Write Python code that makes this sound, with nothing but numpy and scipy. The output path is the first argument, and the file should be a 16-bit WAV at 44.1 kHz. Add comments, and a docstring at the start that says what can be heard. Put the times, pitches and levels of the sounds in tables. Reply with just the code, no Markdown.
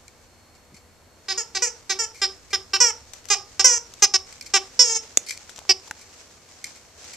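"""A puppy chews a plush snake on the carpet of a small room, coming closer to a hand-held camera.
From the start ventilation hums and plush rubs the carpet, with faint ticks and short breathy rasps;
then a paw lands. From 1.3 s each bite drives air through the toy's reed in a short low squeak; after
some bites the bulb draws air back in a higher, longer one. Teeth begin to click near 3 s, the reed snaps
at 5.2 s, and the mouth smacks around the last bite. Rubbing, rasps and a last click end the scene."""
import sys
import numpy as np
from scipy import signal
from scipy.fft import rfft, irfft
from scipy.io import wavfile
from scipy.ndimage import uniform_filter1d

SR = 44100
rng = np.random.default_rng(int(sys.argv[2]) if len(sys.argv) > 2 else 0)


def digitize_waveform(pressure):
    """Quantize a signal to 16-bit integers and store it at the path in sys.argv[1].

    Rows of a 2-D input are taken as channels; values are limited to [-1, 1].
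    """
    field = np.atleast_2d(pressure).T
    bounded = np.clip(field, -1, 1)
    quanta = np.round(bounded * 32767).astype(np.int16)
    wavfile.write(sys.argv[1], SR, quanta)


N = 315756
T = np.arange(N) / SR

# Spectrum of the room's steady air. Each row: frequency in Hz, relative level in dB.
AIR_SPECTRUM = [(12, -9.5), (25, -11.5), (50, -1), (80, 0.5), (120, -6), (170, -10.5), (310, -10),
                (700, -11.5), (1200, -15.5), (2200, -20), (3200, -24.5), (7500, -23.5), (10000, -31.5),
                (14000, -32.5)]
# Hum lines. Each row: frequency in Hz, level in dB.
HUM_LINES = [(78, -68), (86, -66), (240, -72), (490, -70.5), (2223, -76.5), (4317, -71.5), (4500, -95),
             (7494, -79)]
# The rumble varies across the room. Each row: time in seconds, bass gain in dB.
RUMBLE_GAIN = [(0, -2), (1.6, -2.5), (2.4, 1.5), (4.2, 0.5), (5.3, -3.5), (7.1, -6.5)]
# Spectrum of plush on carpet. 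Each row: frequency in Hz, relative level in dB.
RUB_SPECTRUM = [(100, -22), (250, -14), (450, -6), (950, -10.5), (2200, -9), (3500, -12), (6000, -5.5),
                (7600, -8.5), (9500, -24), (14000, -35)]
# Shuffling grows as the puppy gets busy and comes near. Each row: time in seconds, level in dB.
SHUFFLE_LEVEL = [(0, -59.5), (1.1, -76), (1.25, -57), (2.4, -54.5), (3.1, -53.5), (5.0, -48.5),
                 (6.5, -53.5)]
# Drags of the toy, then paw falls. Each row: centre in seconds, half length in seconds, level in dB.
TOY_DRAGS = [(5.57, 0.24, -53), (6.125, 0.25, -54.5), (6.715, 0.06, -48), (7.1, 0.089, -41.5)]
PAW_FALLS = [(0.736, 0.016, -48.5)]
# Faint ticks and breathy rasps, clicks of the teeth and the snap of the reed.
# Each row: start in seconds, peak in dB, decay time of the noise burst in ms (0.1 at least is used).
TICKS_AND_RASPS = [(.0805, -30.5, 2), (.092, -43, -3), (.55, -45, 19), (.743, -38, 19), (.765, -39, 23),
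                   (2.145, -35.5, 119), (2.505, -33.5, 49), (4.3256, -29, 2), (4.4109, -22.5, 4),
                   (4.424, -32, 6), (4.4613, -28, 13), (5.263, -29, 42), (5.2859, -21, 16),
                   (5.2944, -19.5, 3), (5.307, -14, 7), (5.321, -26, 21), (5.3757, -20, 0),
                   (5.9923, -34, 2), (6.012, -34, 13), (6.6418, -18, 4), (6.654, -32, 12), (6.666, -29, 11),
                   (6.692, -38, 12), (6.755, -37.5, 25), (7.1332, -29.5, 20)]
TOOTH_CLICKS = [(3.1348, -25, 3.5), (3.243, -38, 1), (3.2545, -29.5, 1.5), (3.2864, -25.5, 7),
                (3.9379, -26.5, 3), (3.9948, -39, 18), (5.4945, -29, 9), (5.561, -26.5, 3),
                (5.5755, -27, -1), (5.580, -25, -0.5), (5.5905, -20.5, 0), (5.875, -34, 9),
                (5.9105, -18, 1.5), (7.05, -25.5, 0)]
REED_SNAPS = [(5.1728, 9.5, 1.1)]
# The modes they excite. Each row: frequency in Hz, time to fall 60 dB in seconds, relative level in dB.
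RASP_MODES = [(2200, .022, 1), (2370, .022, 1.5), (3220, .008, -7), (4520, .012, 2), (5250, .007, 5),
              (6020, .0055, 7), (7220, .007, 6), (9000, .0024, -19.5)]
TOOTH_MODES = [(4000, 0.002, 0), (6000, 0.0026, 8), (7220, 0.0088, -1.5), (10640, 0.0034, -28)]
REED_MODES = [(724, 0.012, -27), (1530, 0.0057, -44), (3574, 0.018, -9), (5050, 0.01, -10),
              (6340, 0.0066, -2), (6740, 0.0067, 3.5), (7920, 0.034, -21), (9400, 0.0034, -25)]
# Bites. Each row: start in seconds, length in seconds, top reed rate in Hz, its sag in Hz, moment of
# hardest squeeze as a share of the length, gains of buzz, lower and upper pipe mode in dB, fade in dB,
# lower and upper mode in Hz, whistle mode relative to the upper in dB, echo delay in ms, echo share
# (0.7 at most is used), left minus right near the pipe modes in dB.
BITES = [(1.284, 0.048, 388.7, 28.8, 0.29, -38.5, -24.5, -31.5, 5.5, 4980, 6200, -18, 0.53, 0.3, -11),
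         (1.549, 0.03, 390.4, 21.4, 0.23, -36, -22.5, -30, 1, 5050, 6160, -5.5, 0.49, .35, -7),
         (1.895, .036, 394.2, 31.3, 0.08, -33.5, -19.5, -26, 9.5, 5070, 6300, -12, .51, .51, -10),
         (2.2161, 0.045, 399.2, 46.3, 0.11, -31.5, -19, -29.5, 13.5, 5060, 6400, -2.5, .55, 0.38, -6.5),
         (2.5304, 0.032, 402, 44.4, 0, -29, -21.5, -24, 11, 5280, 5900, -17, .57, 0.46, -8),
         (2.734, 0.037, 392, 24, 0.41, -31, -19.5, -35.5, 4, 5200, 6850, -6, 0.71, 0.44, -5.5),
         (3.3014, 0.047, 411, 57.8, 0.28, -30.5, -16.5, -15.5, 8.5, 5350, 6160, -9, 1.62, .2, -12),
         (3.5944, 0.024, 396, 37.3, 0.06, -30, -14, -17.5, 10.5, 5340, 6300, -9, .67, .11, -9),
         (4.0219, .036, 412, 59, 0.28, -25.5, -12, -11, 10, 5330, 6020, -12.5, 1.49, 0.1, -6),
         (4.1378, .028, 387.4, 22.2, 0.18, -30, -11, -17.5, 4, 5380, 5970, -12, 1.07, 0.08, -4.5),
         (4.5365, 0.045, 396.5, 43, 0.29, -27, -15.5, -18, 8, 5520, 6100, -7, 0.56, 0, -8),
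         (5.6923, 0.033, 386.5, 29.3, 0.02, -27.5, -14.5, -15, 12.5, 4920, 5310, -13.5, 0.366, 0.78, -6)]
# Refills. Each row: as for a bite, but the fifth column is the time in seconds for suction to halve.
REFILLS = [(1.3761, 0.046, 473.5, 39, 0.017, -36, -25, -24.5, 7.7, 5420, 6800, -19, 0.635, .15, -13),
           (1.621, 0.068, 491, 62.5, .025, -29.5, -13.5, -21, 18, 5710, 6150, -2, 0.458, 0.34, -10.5),
           (1.989, 0.066, 459, 30, 0.039, -35.5, -22.5, -25, 8.5, 5600, 7000, -19, .63, .17, -11),
           (2.8027, 0.11, 491.8, 65.2, 0.062, -24.5, -9.5, -21, 17.4, 5720, 6250, -4.5, 0.92, 0.22, -8.5),
           (3.6437, 0.14, 513.6, 51.4, .036, -24.5, -6.5, -12, 18.4, 5800, 6130, -7.5, 0.41, 0.064, -7),
           (4.792, 0.1895, 503, 61.5, .041, -28, -5, -18, 21.5, 5284, 6430, -3, 0.32, 0.43, -8.5)]
# The jaw loosens and a refill swells. Each row: centre in seconds, half length in seconds, gain in dB.
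REFILL_SWELLS = [(3.727, 0.021, 2.5), (4.912, 0.024, 5.5), (4.967, 0.014, 8.5)]
# Reed buzz with air going out and coming in. Each row: frequency in Hz, relative level in dB.
BUZZ_OUT = [(120, -18), (400, -1.5), (1200, 0), (2000, 1), (2800, 3), (3400, 1), (3900, -2.5), (5000, -44),
            (9000, -15), (10800, -46), (14000, -19), (16000, -41.5)]
BUZZ_IN = [(150, -18), (460, -6.5), (1200, -2.5), (2000, -1), (3000, -5), (3600, -21.5), (4100, -25),
           (5000, -30), (9000, -31), (10300, -20.5), (11800, -25), (14000, -31), (16000, -46)]
# The room's share falls as the puppy nears. Each row: time in seconds, relative level in dB.
ROOM_SHARE = [(1.3, -8), (2.0, -9), (2.6, -13.5), (3.3, -10), (3.7, -10), (4.1, -18.5), (4.6, -15),
              (5.0, -9.5), (5.2, -26), (5.7, -20.5)]
# Room decay. Each row: low and high band edge in Hz, reverberation time in seconds, relative level in dB.
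ROOM_BANDS = [(180.6, 1270, 0.28, 7.5), (1180, 4300, 0.2, 3.5), (4860, 5740, 0.26, 2.5),
              (7450, 31000, 0.2, 2.5)]
# Wet smacks. Each row: start in seconds, level in dB, nominal pitch in Hz, time to fall 60 dB in seconds.
MOUTH_SMACKS = [(5.494, -29.5, 1560, 0.007), (5.5869, -28, 830, 0.0061), (5.617, -34, 810, 0.011),
                (5.652, -32, 1070, 0.0053), (5.878, -39, 1040, 0.021), (5.911, -18, 1680, 0.012),
                (5.912, -29.5, 1000, 0.018)]

PIPE_WIDTH_HZ, WHISTLE_HZ, WHISTLE_WIDTH_HZ = 399, 7350, 414
SUCTION_PEAK_S, COLLAPSE_S, COLLAPSE_SHARE = 0.00934, 0.0067, 0.48
RELEASE_S, OVERRUN_S = 0.01, 0.0052  # the tone tapers and stops a little after the air runs out
SWELL_HZ_PER_DB, TREBLE_PAN_DB = 0.55, 10.5


def amp(db):
    """Amplitude ratio of a level in decibels."""
    return 10 ** (np.asarray(db) / 20)


def unit(x):
    """Normalisation to an rms of 1."""
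    return x / np.sqrt(np.mean(x ** 2) + 1e-20)


def curve(rows, t):
    """Linear interpolation of (time, value) rows."""
    return np.interp(t, *np.transpose(rows))


def colour(points, hz):
    """Gain of a (Hz, dB) spectrum, interpolated in log frequency."""
    f, db = np.transpose(points)
    return amp(np.interp(np.log(hz + 1), np.log(f), db))


def bump(t, at, half):
    """Gaussian pulse of height 1."""
    return np.exp(-((t - at) / half) ** 2)


def add(out, start_s, x):
    """Superposition of a sound from its start time."""
    i = int(start_s * SR)
    out[..., i:i + x.shape[-1]] += x[..., :N - i]


def minimum_phase(gain):
    """Folding the cepstrum gives the promptest impulse response with this gain."""
    cepstrum = irfft(np.log(gain + 1e-9))
    half = len(cepstrum) // 2
    cepstrum[1:half] *= 2
    cepstrum[half + 1:] = 0
    return irfft(np.exp(rfft(cepstrum)))


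def wander(rate, size):
    """Smoothed noise that changes about rate times a second."""
    k = max(int(SR / rate), 1)
    return unit(uniform_filter1d(uniform_filter1d(rng.standard_normal(size), k), k))


def stereo_noise(points, side):
    """Coloured noise whose channels are less correlated in the treble."""
    hz = np.fft.rfftfreq(N, 1 / SR)
    mid, apart = rfft(rng.standard_normal((2, N))) * colour(points, hz)
    apart = apart * side * (1 + np.minimum(hz / 4000, 1))
    return unit(irfft(np.array([mid + apart, mid - apart]), N))


def ventilation():
    """Broadband rumble is superposed on a line spectrum of wavering hum."""
    air = amp(-54) * stereo_noise(AIR_SPECTRUM, side=0.36)
    for hz, db in HUM_LINES:
        level = amp(db + 2 * wander(3.4, N)) * np.sqrt(2)
        air += level * np.sin(2 * np.pi * np.cumsum(hz + 4 * wander(12.55, N)) / SR)
    rumble = signal.sosfiltfilt(signal.butter(2, 119, fs=SR, output="sos"), air)
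    return air + rumble * (amp(curve(RUMBLE_GAIN, T)) - 1)


def rubbing():
    """Friction noise flickers as fibres catch and let go; shuffling and drags add in power."""
    power = amp(curve(SHUFFLE_LEVEL, T)) ** 2
    power += sum((amp(db) * bump(T, at, half)) ** 2 for at, half, db in TOY_DRAGS)
    flicker = amp(1.9 * wander(25, N) + 1.5 * wander(400, N))
    return stereo_noise(RUB_SPECTRUM, side=0.45) * np.sqrt(power) * flicker


def ringing_bursts(rows, modes, low_cut_hz, grit, pan_db):
    """Modal response: an impulse and a dying burst of noise ring the same damped modes."""
    out, t = np.zeros((2, N)), np.arange(SR // 8) / SR
    ring = sum(amp(db - 60 * t / t60) * np.sin(2 * np.pi * hz * t) for hz, t60, db in modes)
    # small things radiate little bass
    ring = signal.sosfilt(signal.butter(3, low_cut_hz, "high", fs=SR, output="sos"), ring)
    for start_s, db, decay_ms in rows:
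        noise = rng.standard_normal((3, len(t)))
        dying = np.exp(-1000 * t / max(decay_ms, .1))
        force = grit * (noise[0] + 0.86 * noise[1:]) * dying
        force[:, 0] += 1  # the impulse
        sound = signal.fftconvolve(force, ring[None], axes=1)
        add(out, start_s, sound * amp(db + np.array([[pan_db], [-pan_db]]) / 2) / abs(sound).max())
    return out


def ticks_and_rasps():
    """Noise-excited resonance: faint ticks and short breathy rasps ring near 2.3 kHz and above."""
    return ringing_bursts(TICKS_AND_RASPS, RASP_MODES, low_cut_hz=2300, grit=0.77, pan_db=1.0)


def paw_fall():
    """The soft impact of a padded foot gives a short pulse of low-frequency noise."""
    band = signal.butter(2, [140, 282], "band", fs=SR, output="sos")
    thud = unit(signal.sosfilt(band, rng.standard_normal(N)))
    return thud * sum(amp(db) * bump(T, at, half) for at, half, db in PAW_FALLS)


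def squeeze_loss(t, length, hardest):
    """Share of pressure lost in a bite: pressure follows a parabola that peaks early."""
    return ((t / length - hardest) / (1 - hardest)) ** 2


def suction_loss(t, length, halving_s):
    """Loss of suction by elastic recovery: the bulb springs back, draws on gently, then is full."""
    relaxed = ((t - SUCTION_PEAK_S) / halving_s) ** 2
    return relaxed / (1 + relaxed) + COLLAPSE_SHARE * np.exp((t - length) / COLLAPSE_S)


def pipe(drives, buzz, notch, lower_hz, upper_hz, whistle_db, echo_ms, echo_share, pan_db):
    """Resonance and interference in the short pipe filter the reed's pulses on their way to each port."""
    hz = np.fft.rfftfreq(1024, 1 / SR)
    mode = lambda centre, width: 1 / (1 + ((hz - centre) / width) ** 2)
    whistle = amp(whistle_db) * mode(WHISTLE_HZ, WHISTLE_WIDTH_HZ)
    upper = np.hypot(mode(upper_hz, PIPE_WIDTH_HZ), whistle)
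    shapes = [colour(buzz, hz), mode(lower_hz, PIPE_WIDTH_HZ), upper]
    # the pipe cancels one band
    notch_hz, notch_width_hz, notch_db = notch
    hollow = amp(notch_db * bump(hz, notch_hz, notch_width_hz))
    # an echo off the floor or wall combs the tone
    comb = abs(1 + np.clip(echo_share, 0, .7) * np.exp(-2j * np.pi * hz * echo_ms / 1000))
    # the left microphone port hears more of the top
    pan = amp(np.interp(hz, [4230, 6150, 6550, 6770, 9000, 12300],
                        [-.5, pan_db, -.6, TREBLE_PAN_DB, TREBLE_PAN_DB, 2]))
    ports = np.array([pan, np.ones_like(pan)]) * comb * hollow * np.sqrt(2 / (1 + pan ** 2))
    return np.array([sum(signal.fftconvolve(drive, minimum_phase(shape * port))
                         for drive, shape in zip(drives, shapes)) for port in ports])


def squeak(row, loss, buzz, notch, fade_factors, jitter, shimmer_db, hiss_db, attack_s, stall_s):
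    """A reed slaps shut once a cycle, making a pulse train whose rate and level sink with pressure."""
    start_s, length, top_hz, sag_hz, timing, buzz_db, lower_db, upper_db, fade_db, *pipe_settings = row
    t = np.arange(int((length + .006) * SR)) / SR
    lost = loss(np.minimum(t, length), length, timing)
    swell_db = sum(db * bump(start_s + t, at, half) for at, half, db in REFILL_SWELLS)
    rate = top_hz - sag_hz * lost + SWELL_HZ_PER_DB * swell_db
    # the reed grows unsteady as the air runs out
    stalling = np.exp(np.minimum(t - length, 0) / stall_s)
    rate *= 1 + jitter * (1 + 5 * stalling) * wander(410, len(t))
    phase = 2 * np.pi * (np.cumsum(rate) / SR - .1)
    slaps = sum(np.cos(k * phase) for k in range(1, 40))
    leak = amp(hiss_db) * (1 + np.cos(phase)) * rng.standard_normal(len(t))
    attack = 1 - .7 * np.exp(-t / attack_s)
    release = np.clip((length + OVERRUN_S - t) / RELEASE_S, 0, 1)
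    flow = (slaps + leak) * attack * release
    faded_db = fade_db * lost * (t > t[lost.argmin()])  # only after the pressure peak
    # no two slaps share their force alike between the buzz and the modes
    drives = [flow * amp(db - factor * faded_db + swell_db + shimmer_db * wander(170, len(t)))
              for db, factor in zip((buzz_db, lower_db, upper_db), fade_factors)]
    return pipe(drives, buzz, notch, *pipe_settings)


def squeaker():
    """Pressure drives the reed both ways: bites push air out; suction draws it in with a cleaner tone."""
    out = np.zeros((2, N))
    for row in BITES:
        sound = squeak(row, squeeze_loss, BUZZ_OUT, notch=(3400, 280, -3), fade_factors=(1, 0.38, 1),
                       jitter=0.0054, shimmer_db=1.86, hiss_db=-10.5, attack_s=0.0018, stall_s=0.003)
        add(out, row[0], sound)
    for row in REFILLS:
        sound = squeak(row, suction_loss, BUZZ_IN, notch=(3960, 370, -9),
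                       fade_factors=(0.79, 1.175, 0.62),
                       jitter=0.0021, shimmer_db=1.52, hiss_db=-14, attack_s=0.00067, stall_s=0.01)
        add(out, row[0], sound)
    # the sound reaches the left port a sample later
    return np.array([np.roll(out[0], 1), out[1]])


def reverberation(source, first_s, width):
    """Wall reflections form a diffuse tail; each band decays exponentially at its own rate."""
    t = np.arange(SR // 2) / SR
    noise = rng.standard_normal((3, len(t)))
    scatter = (noise[0] + width * noise[1:]) / np.sqrt(1 + width ** 2) * (t > first_s)
    tail = 0
    for low, high, t60, db in ROOM_BANDS:
        band = signal.butter(2, [low, min(high, .45 * SR)], "band", fs=SR, output="sos")
        tail += signal.sosfilt(band, scatter) * amp(db - 60 * t / t60)
    return signal.fftconvolve(source * amp(curve(ROOM_SHARE, T)), tail * amp(-26.5), axes=1)[:, :N]


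def tooth_clicks():
    """Impacts of teeth and tongue on the toy excite high, heavily damped modes."""
    return ringing_bursts(TOOTH_CLICKS, TOOTH_MODES, low_cut_hz=530, grit=1.0, pan_db=6.5)


def reed_snap():
    """Impulse response: the reed snaps without squeaking and its modes ring freely."""
    return ringing_bursts(REED_SNAPS, REED_MODES, low_cut_hz=260, grit=0.13, pan_db=-1.5)


def mouth_smacks():
    """Cavity resonance: the small mouth pops and its damped note sags."""
    out, t = np.zeros((2, N)), np.arange(SR // 20) / SR
    for start_s, db, hz, t60 in MOUTH_SMACKS:
        pitch = hz * (0.75 + 0.33 * np.exp(-t / 0.0027))
        add(out, start_s, amp(db - 60 * t / t60) * np.sin(2 * np.pi * np.cumsum(pitch) / SR))
    return out


def scene():
    """The sources superpose; only squeaks, clicks, snap and smacks excite the room."""
    chewing = squeaker() + tooth_clicks() + reed_snap() + mouth_smacks()
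    room = reverberation(chewing, first_s=0.0016, width=0.45)
    return ventilation() + rubbing() + ticks_and_rasps() + paw_fall() + chewing + room


def record(dry):
    """Saturation rounds the peaks that overload the input; a low-pass filter cuts the top."""
    rounded = dry / (1 + dry ** 16) ** (1 / 16)
    return signal.sosfiltfilt(signal.ellip(8, .1, 60, 14200, fs=SR, output="sos"), rounded)


dry = scene()
out = record(dry)
digitize_waveform(out)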